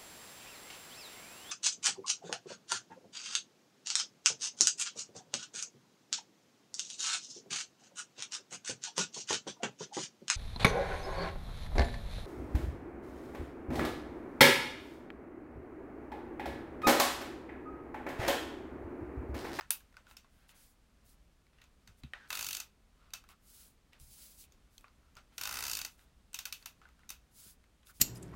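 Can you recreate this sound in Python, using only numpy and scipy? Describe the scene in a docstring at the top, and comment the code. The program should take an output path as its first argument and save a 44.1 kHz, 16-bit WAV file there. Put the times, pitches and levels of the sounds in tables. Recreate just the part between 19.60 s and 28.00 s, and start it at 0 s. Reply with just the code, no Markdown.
"""A craft table in a small quiet room: a hand-held tape runner rolls over scraps of paper, close up.
In two quick strokes and a few single clicks, its ratchet pawl chatters over each tooth and rings the
plastic shell. Fingers tap the shell, paper hisses and scrapes, the table top thumps.
The room answers with short echoes over a low rumble."""
import sys
import numpy as np
from scipy import signal
from scipy.fft import rfft, irfft
from scipy.io import wavfile
from scipy.ndimage import uniform_filter1d

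SR = 44100
rng = np.random.default_rng(int(sys.argv[2]) if len(sys.argv) > 2 else 0)


def to_wav(sig):
    """Store sig (one row per channel, or 1-D mono) as 16-bit WAV at the path in sys.argv[1].

    Samples outside -1..1 are clipped; the rate is SR.
    """
    pcm = np.clip(np.atleast_2d(sig), -1, 1) * 32767
    pcm = np.round(pcm).astype(np.int16)
    wavfile.write(sys.argv[1], SR, pcm.T)  # frames by channels


N = 370440
T = np.arange(N) / SR

# Shell frequency ranges: bright, low, middle, top. Each row: lower edge in Hz, upper edge in Hz.
RANGES_HZ = [(4200, 8500), (650, 2200), (2200, 4200), (8500, 17000)]
# Roller strokes, one list each. Each row: time in seconds, table rumble in dB, tape hiss in dB,
# pawl level in dB in the bright, low and middle range, ring favoured by the grip in Hz.
STROKES = [
    [(2.695, -69, -60, -41, -38.5, -40, 4400), (2.75, -65, -47, -38.5, -43.5, -40, 6300),
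     (2.85, -65, -52, -37, -51, -44, 6700), (2.95, -66, -52, -38.5, -52.5, -44, 6800),
     (3.02, -69, -78, -38.5, -49, -42, 6800)],
    [(5.78, -69, -66, -39, -47, -45, 5600), (5.84, -65, -62, -37, -41.5, -41.5, 5500),
     (5.9, -62.5, -56, -42, -44, -46, 5200), (5.97, -61.5, -48, -40, -42.5, -45, 5000),
     (6.05, -62, -53, -38.5, -46, -45, 4900), (6.14, -63, -58, -35, -50, -42, 4900),
     (6.2, -67, -57, -37.5, -47.5, -42.5, 4850), (6.27, -66, -77, -38, -48.5, -44, 4800)],
]


def pawl(chatter_ms=3.8, top_db=-3.5, uneven_db=1.2):
    """The pawl drops once per tooth and rings the shell. Returns sound and power sent to the room."""
    # Roller travel, one list per stroke. Each row: time in seconds, teeth passed.
    travel = [
        [(2.703, 0), (2.7512, 2), (2.7907, 4), (2.844, 7), (2.9287, 11), (2.967, 13), (3, 14)],
        [(5.7797, 0), (5.811, 1), (5.8342, 2), (5.91, 6), (5.9695, 10), (6.0237, 13), (6.0794, 17),
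         (6.1127, 19), (6.1886, 23), (6.2134, 24), (6.2477, 25)],
    ]
    # Single drops as the roller creeps. Each row: start in seconds, bright range in dB, low range in dB.
    clicks = [(3.5349, -39.5, -48), (6.7427, -39, -53), (6.788, -39.5, -50), (6.8536, -37.5, -48),
              (6.9243, -38, -52), (7.0577, -42.5, -52), (7.4908, -45, -61), (7.5021, -42.5, -52)]
    stroke_s, _, _, *pawl_columns = np.vstack(STROKES).T
    drops = []
    for stroke in travel:
        time_s, teeth = np.transpose(stroke)
        for start_s in np.interp(np.arange(teeth[-1] + 1), teeth, time_s):
            bright_db, low_db, middle_db, hz = (np.interp(start_s, stroke_s, c) for c in pawl_columns)
            drops.append((start_s, bright_db, low_db, middle_db, [hz]))
    for start_s, bright_db, low_db in clicks:
        drops.append((start_s, bright_db, low_db, bright_db - 4, [3700, 6000]))
    hits = []
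    for start_s, bright_db, low_db, middle_db, rings_hz in drops:
        range_db = np.array([bright_db, low_db, middle_db, bright_db + top_db])
        hits.append((start_s, range_db + uneven_db * rng.standard_normal(4), chatter_ms, rings_hz))
    return impacts(hits, tail_ms=1.4, modes_db=13, vary_db=1.3, rings_db=16)


def finger_taps(lift_db=5.5, droop_db_per_oct2=1.5):
    """Fingers tap the shell; harder contacts tilt to the treble. Returns sound and power to the room."""
    # Each row: start in seconds, base level at 3 kHz in dB, tilt in dB per octave, chatter in ms,
    # then one or more favoured rings in Hz.
    taps = [(0.0094, -50, -2.5, 1, 1750, 5000), (0.1053, -34.5, 6.5, 2.4, 1600, 10500),
            (0.2033, -66, 1.5, 4.5, 1650), (0.325, -73, -2, 1.7, 1740), (0.342, -70, -5, 0.88, 1430),
            (0.368, -56.5, -3, 1.6, 1510, 4600), (0.468, -62.5, -2.5, 0.92, 1450),
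            (0.5106, -59, -1.5, 2.1, 1050), (0.5672, -56, 2, 4.2, 5400), (0.6444, -72, -6, 1.7, 1090),
            (0.8919, -63, 0.5, 1.9, 2250), (1.867, -73, -0.5, .6, 2300), (1.932, -76, -5, 1.4, 2500),
            (1.985, -71.5, -4, 1.5, 2820), (2.015, -66, 0.5, 5, 1900, 3900), (2.039, -67, -0.5, 3, 6900),
            (2.274, -60.5, 0.5, 3.3, 1470, 4500), (2.4341, -58, -2.5, 2.5, 4030),
            (2.535, -47.5, -6, 0.66, 1840, 3050), (2.676, -70, 1, 1, 4500), (3.505, -70, 2, 1.5, 4000),
            (3.639, -66, -1, 2.4, 1330), (3.689, -60.5, 2, 1.3, 1120), (4.332, -64, 1, 1.1, 1900, 2800),
            (4.399, -66, 4, 1, 8600), (4.8394, -67, 3, 2.1, 3300), (4.921, -68, 2, 2.7, 6470),
            (5.18, -61, 5, 0.41, 3200, 4300, 6300), (5.209, -70, 3, 0.82, 8900),
            (5.2426, -63.5, -7.5, 0.55, 1150, 2500), (5.2816, -70, -2, 0.57, 1360, 4600),
            (5.553, -68, 3, 1, 6500), (5.567, -58, -0.5, 3, 1390, 5000), (6.3922, -70, -4, 1.4, 3680),
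            (6.7313, -60, 4, 1.4, 1500, 8200), (7.025, -62, 0.5, 2.3, 4500), (7.2157, -66, -4, 1.2, 1330),
            (7.2535, -66, -7, 1.2, 1500), (7.288, -67, -1, 1.9, 1300), (7.3924, -70, -1.5, 1.5, 1030),
            (7.4335, -72.5, -6, 1.15, 1460), (8.04, -72, -1.5, 1.2, 2100), (8.23, -73, -2, 3, 3300),
            (8.27, -65, 6, 0.65, 1480, 3600)]
    lo_hz, hi_hz = np.transpose(RANGES_HZ)
    octaves = np.log2(np.sqrt(lo_hz * hi_hz) / 3000)
    hits = []
    for start_s, db, tilt, chatter_ms, *rings_hz in taps:
        has_ring = np.any([(lo_hz <= hz) & (hz < hi_hz) for hz in rings_hz], axis=0)
        range_db = db + tilt * octaves - droop_db_per_oct2 * octaves ** 2 + lift_db * has_ring
        hits.append((start_s, range_db, chatter_ms, rings_hz))
    return impacts(hits, tail_ms=0.68, modes_db=-6.5, vary_db=2.6, rings_db=20)


def impacts(hits, tail_ms, **colour):
    """Each hit chatters on the shell. 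Returns direct sound and, by range, power sent to the room."""
    out, power = np.zeros(N + 1024), np.zeros((4, N))
    for start_s, range_db, chatter_ms, rings_hz in hits:
        i = int(start_s * SR)
        force = chatter(chatter_ms, tail_ms)
        for k, gain in enumerate(undb(range_db)):
            snap = shell(force, k, rings_hz=rings_hz, **colour)
            peak_rms = np.sqrt(uniform_filter1d(snap ** 2, size=88).max())  # loudest 2 ms
            out[i:i + len(snap)] += gain * snap / peak_rms
            power[k, i] += chatter_ms * gain ** 2
    return out[:N], power


def chatter(length_ms, tail_ms, scatter_db=2.6):
    """A few milliseconds of tiny uneven impacts that swell, then die fast."""
    t_ms = np.arange(1024) / SR * 1000
    noise, scatter = rng.standard_normal((2, len(t_ms)))
    attack = np.clip(t_ms / (.25 * length_ms), 0, 1)
    decay = np.exp(-np.maximum(t_ms - length_ms, 0) / tail_ms - .3 * t_ms / length_ms)
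    return noise * undb(scatter_db * scatter) * attack * decay


def shell(force, k, modes_db, vary_db=0, rings_hz=(), rings_db=0):
    """Range k of the plastic shell: broad snap, modes in a mix varied by vary_db, favoured rings."""
    # Each row: centre in Hz, width in Hz, relative gain in dB.
    modes = [(980, 250, -13), (1310, 130, -3.5), (1450, 140, -1.5), (1680, 180, -18), (1997, 150, -7),
             (2627, 190, 8.5), (2960, 390, -1), (3660, 340, 1.5), (4600, 410, 3), (5530, 500, -3),
             (6135, 220, 3.5), (6840, 330, -5), (8050, 290, -6.5), (9570, 500, -10), (13500, 2000, -7.5)]
    lo_hz, hi_hz = RANGES_HZ[k]
    out = force.copy()
    for hz, width_hz, db in modes:
        if lo_hz <= hz < hi_hz:
            out += undb(modes_db + db + vary_db * rng.standard_normal()) * ring(force, hz, width_hz)
    for hz in rings_hz:
        if lo_hz <= hz < hi_hz:
            out += undb(rings_db) * ring(force, hz, 0.045 * hz)
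    return band(band(out, 0.61 * lo_hz, 1.2 * hi_hz), lo_hz, hi_hz)


def paper_hiss():
    """Fine-grained friction of sliding paper, skin and tape; a slide's treble starts and ends wider."""
    # Each row: frequency in Hz, relative density in dB.
    spectrum = [(880, -10), (1500, -39), (2020, -8.5), (4920, 1.5), (5660, -0.5), (10900, 3), (14900, -2),
                (16000, 3.5)]
    # Each row: peak time in seconds, rise in seconds, fall in seconds, level in dB.
    slides = [(0.51, .04, .04, -66.5), (0.78, 0.1, 0.12, -77), (0.9, 0.021, 0.033, -64.5),
              (0.985, .05, .17, -63), (1.492, 0.051, 0.068, -65), (2.39, 0.024, 0.028, -70.5),
              (3.7, 0.016, 0.042, -66.5), (3.97, 0.15, 0.17, -58.5), (4.42, .03, .05, -60.5),
              (4.63, .2, .17, -55.5), (4.812, 0.044, .05, -54), (5.14, .04, .13, -72),
              (5.76, .04, .025, -73), (6.32, .03, 0.057, -69), (6.39, .016, 0.092, -70.5),
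              (7, .05, .06, -69), (7.86, .14, .09, -54), (8.295, 0.043, 0.028, -58.5),
              (8.38, 0.053, .07, -62.5)]
    hiss = coloured(spectrum) * undb(1.1 * walk(rate_hz=70))
    lower = band(hiss, 300, 7000)
    treble = hiss - lower
    sliding = swells(slides, bend=3.3) * lower + swells(slides, bend=3.3, stretch=1.1) * treble
    return sliding + stroke_gain(column=2) * hiss


def scraping():
    """Shell or finger scrapes the sheet: broad noise plus a hum in a moving resonance."""
    # Each row: peak time in seconds, rise in seconds, fall in seconds, level in dB, hum centre in Hz,
    # hum share of the power from 0 to 1.
    scrapes = [(0.02, 0.035, .09, -63.5, 1800, .8), (0.49, .05, .08, -66, 1450, .3),
               (0.85, .2, .06, -73, 1550, .2), (0.91, .03, .25, -69, 1600, .1),
               (2.016, .12, .07, -73, 1960, .3), (2.55, .02, .12, -59, 1850, .7),
               (2.65, .1, .08, -61, 1600, .8), (3.45, .15, .12, -71, 1250, .6),
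               (3.702, .015, .07, -61, 1250, .5), (4.0, .2, .18, -75, 1400, .4),
               (4.33, .012, .1, -67, 1800, .1), (4.6, .12, 0.25, -75, 1550, .2),
               (5.25, .012, .1, -69, 1190, .7), (5.45, .15, .12, -78, 1310, .8),
               (5.57, .016, .07, -60, 1300, .5), (5.735, .04, .05, -70, 1340, .1),
               (6.39, .03, .17, -74, 1350, .4), (7.03, .09, .04, -72, 1560, .3),
               (7.22, 0.011, .11, -65.5, 1390, .7), (7.41, .05, .12, -74, 1350, .7),
               (7.88, .17, .1, -72.5, 1530, .2), (8.3, .025, .04, -62, 1420, .8)]
    wobble = band(rng.standard_normal((2, N)), 1, 170)
    phase = 2 * np.pi * np.cumsum(curve(scrapes, column=4)) / SR
    hum = unit(wobble[0] * np.cos(phase) + wobble[1] * np.sin(phase))
    share = curve(scrapes, column=5)
    friction = np.sqrt(share) * hum + np.sqrt(1 - share) * band_noise(420, 3500)
    return swells(scrapes, bend=1.8) * friction


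def table_top(push_s=0.0041):
    """Rumble under the pressed roller; damped low modes after each soft blow."""
    # Each row: start in seconds, level in dB, main mode in Hz, its t60 in seconds.
    thumps = [(2.28, -56, 97, 0.25), (2.438, -36.5, 127, 0.12), (4.411, -52.5, 69.2, 0.39),
              (4.481, -55, 59.5, 0.2), (5.566, -52, 80.4, 0.11), (7.503, -56, 330, .05),
              (7.86, -53.5, 202, 0.076)]
    # Each row: frequency ratio, gain in dB, t60 ratio.
    modes = [(.55, -4.5, 1.36), (1.05, 0, 0.7), (1.8, -2, .45)]
    rumble = band_noise(34, 92) + undb(-2.5) * band_noise(130, 490)
    out = stroke_gain(column=1) * rumble
    for start_s, db, base_hz, base_t60_s in thumps:
        t = np.maximum(T - start_s, 0)
        attack = np.clip(t / push_s, 0, 1)
        for hz_ratio, mode_db, t60_ratio in modes:
            envelope = attack * undb(db + mode_db - 60 * t / (t60_ratio * base_t60_s))
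            out += envelope * np.sin(2 * np.pi * hz_ratio * base_hz * t)
    return out


def room_echoes(power, build_s=0.00397):
    """Dense echoes of the impacts: build up fast, keep some shell colour, die sooner in the treble."""
    # One row per range. Each row: t60 in seconds, echo gain in dB.
    decays = [(0.17, -16.5), (.2, -12.5), (0.19, -12.5), (0.15, -14)]
    rise = np.exp(-1 / (build_s * SR))
    out = np.zeros(N)
    for k, (t60_s, db) in enumerate(decays):
        fall = 10 ** (-6 / (t60_s * SR))
        echo_power = signal.lfilter([1 - rise], np.convolve([1, -fall], [1, -rise]), power[k])
        wash = unit(shell(rng.standard_normal(N), k, modes_db=4))
        out += undb(db) * np.sqrt(echo_power.clip(0)) * wash
    return out


def room_tone(level_db=-66, sway_db=.6):
    """Low rumble and faint hiss, swaying slowly in level."""
    # Each row: frequency in Hz, relative density in dB.
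    spectrum = [(12, -33), (20, -5), (63, -2.5), (86, -13), (244, -16.5), (289, -20), (332, -22.5),
                (794, -27.5), (863, -29), (1240, -28), (1560, -30.5), (3140, -33.5), (9000, -40),
                (16500, -49)]
    return undb(level_db + sway_db * walk(rate_hz=3)) * coloured(spectrum)


def swells(rows, bend, stretch=1, edge_db=28):
    """Gain of swells, edge_db down at stretch times their rise or fall; a higher bend is squarer."""
    out = np.zeros(N)
    for peak_s, rise_s, fall_s, db, *_ in rows:
        near = slice(max(int((peak_s - 4 * rise_s) * SR), 0), int((peak_s + 4 * fall_s) * SR))
        away = np.maximum((peak_s - T[near]) / rise_s, (T[near] - peak_s) / fall_s) / stretch
        out[near] += undb(db - edge_db * away ** bend)
    return out


def stroke_gain(column, edge_s=0.013):
    """Gain from a dB column of STROKES, fading to silence outside each stroke."""
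    inside_s = np.max([np.minimum(T - rows[0][0], rows[-1][0] - T) for rows in STROKES], axis=0)
    return np.clip(inside_s / edge_s + 1, 0, 1) * undb(curve(STROKES, column))


def curve(rows, column):
    rows = np.vstack(rows)
    return np.interp(T, rows[:, 0], rows[:, column])


def walk(rate_hz):
    """Smoothed random steps, spread near 1."""
    hold = int(SR / rate_hz)
    steps = np.repeat(rng.standard_normal(N // hold + 1), hold)
    return 1.3 * uniform_filter1d(uniform_filter1d(steps, hold), hold)[:N]


def coloured(spectrum):
    """Noise of rms 1 with the given spectrum."""
    hz, db = np.transpose(spectrum)
    bins_hz = np.maximum(np.arange(N // 2 + 1) * SR / N, 1)
    gain = undb(np.interp(np.log(bins_hz), np.log(hz), db, left=-120))
    return unit(irfft(rfft(rng.standard_normal(N)) * gain, N))


def band_noise(lo_hz, hi_hz):
    return unit(band(rng.standard_normal(N), lo_hz, hi_hz))


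def band(x, lo_hz, hi_hz):
    sos = signal.butter(2, [lo_hz, min(hi_hz, .45 * SR)], "band", fs=SR, output="sos")
    return signal.sosfilt(sos, x)


def ring(x, hz, width_hz):
    return signal.lfilter(*signal.iirpeak(hz, hz / width_hz, SR), x)


def unit(x):
    return x / np.sqrt(np.mean(x ** 2))


def undb(db):
    return 10 ** (np.asarray(db, float) / 20)


def scene():
    """Mono mix; only pawl and taps feed the echoes."""
    ratchet, ratchet_power = pawl()
    taps, tap_power = finger_taps()
    echoes = room_echoes(ratchet_power + tap_power)
    return (ratchet + taps + paper_hiss() + scraping() + table_top() + echoes + room_tone())[None]


def record(dry):
    """Steep low-pass at 15.9 kHz."""
    return signal.sosfilt(signal.ellip(10, .2, 70, 15900, fs=SR, output="sos"), dry)


dry = scene()
out = record(dry)
to_wav(out)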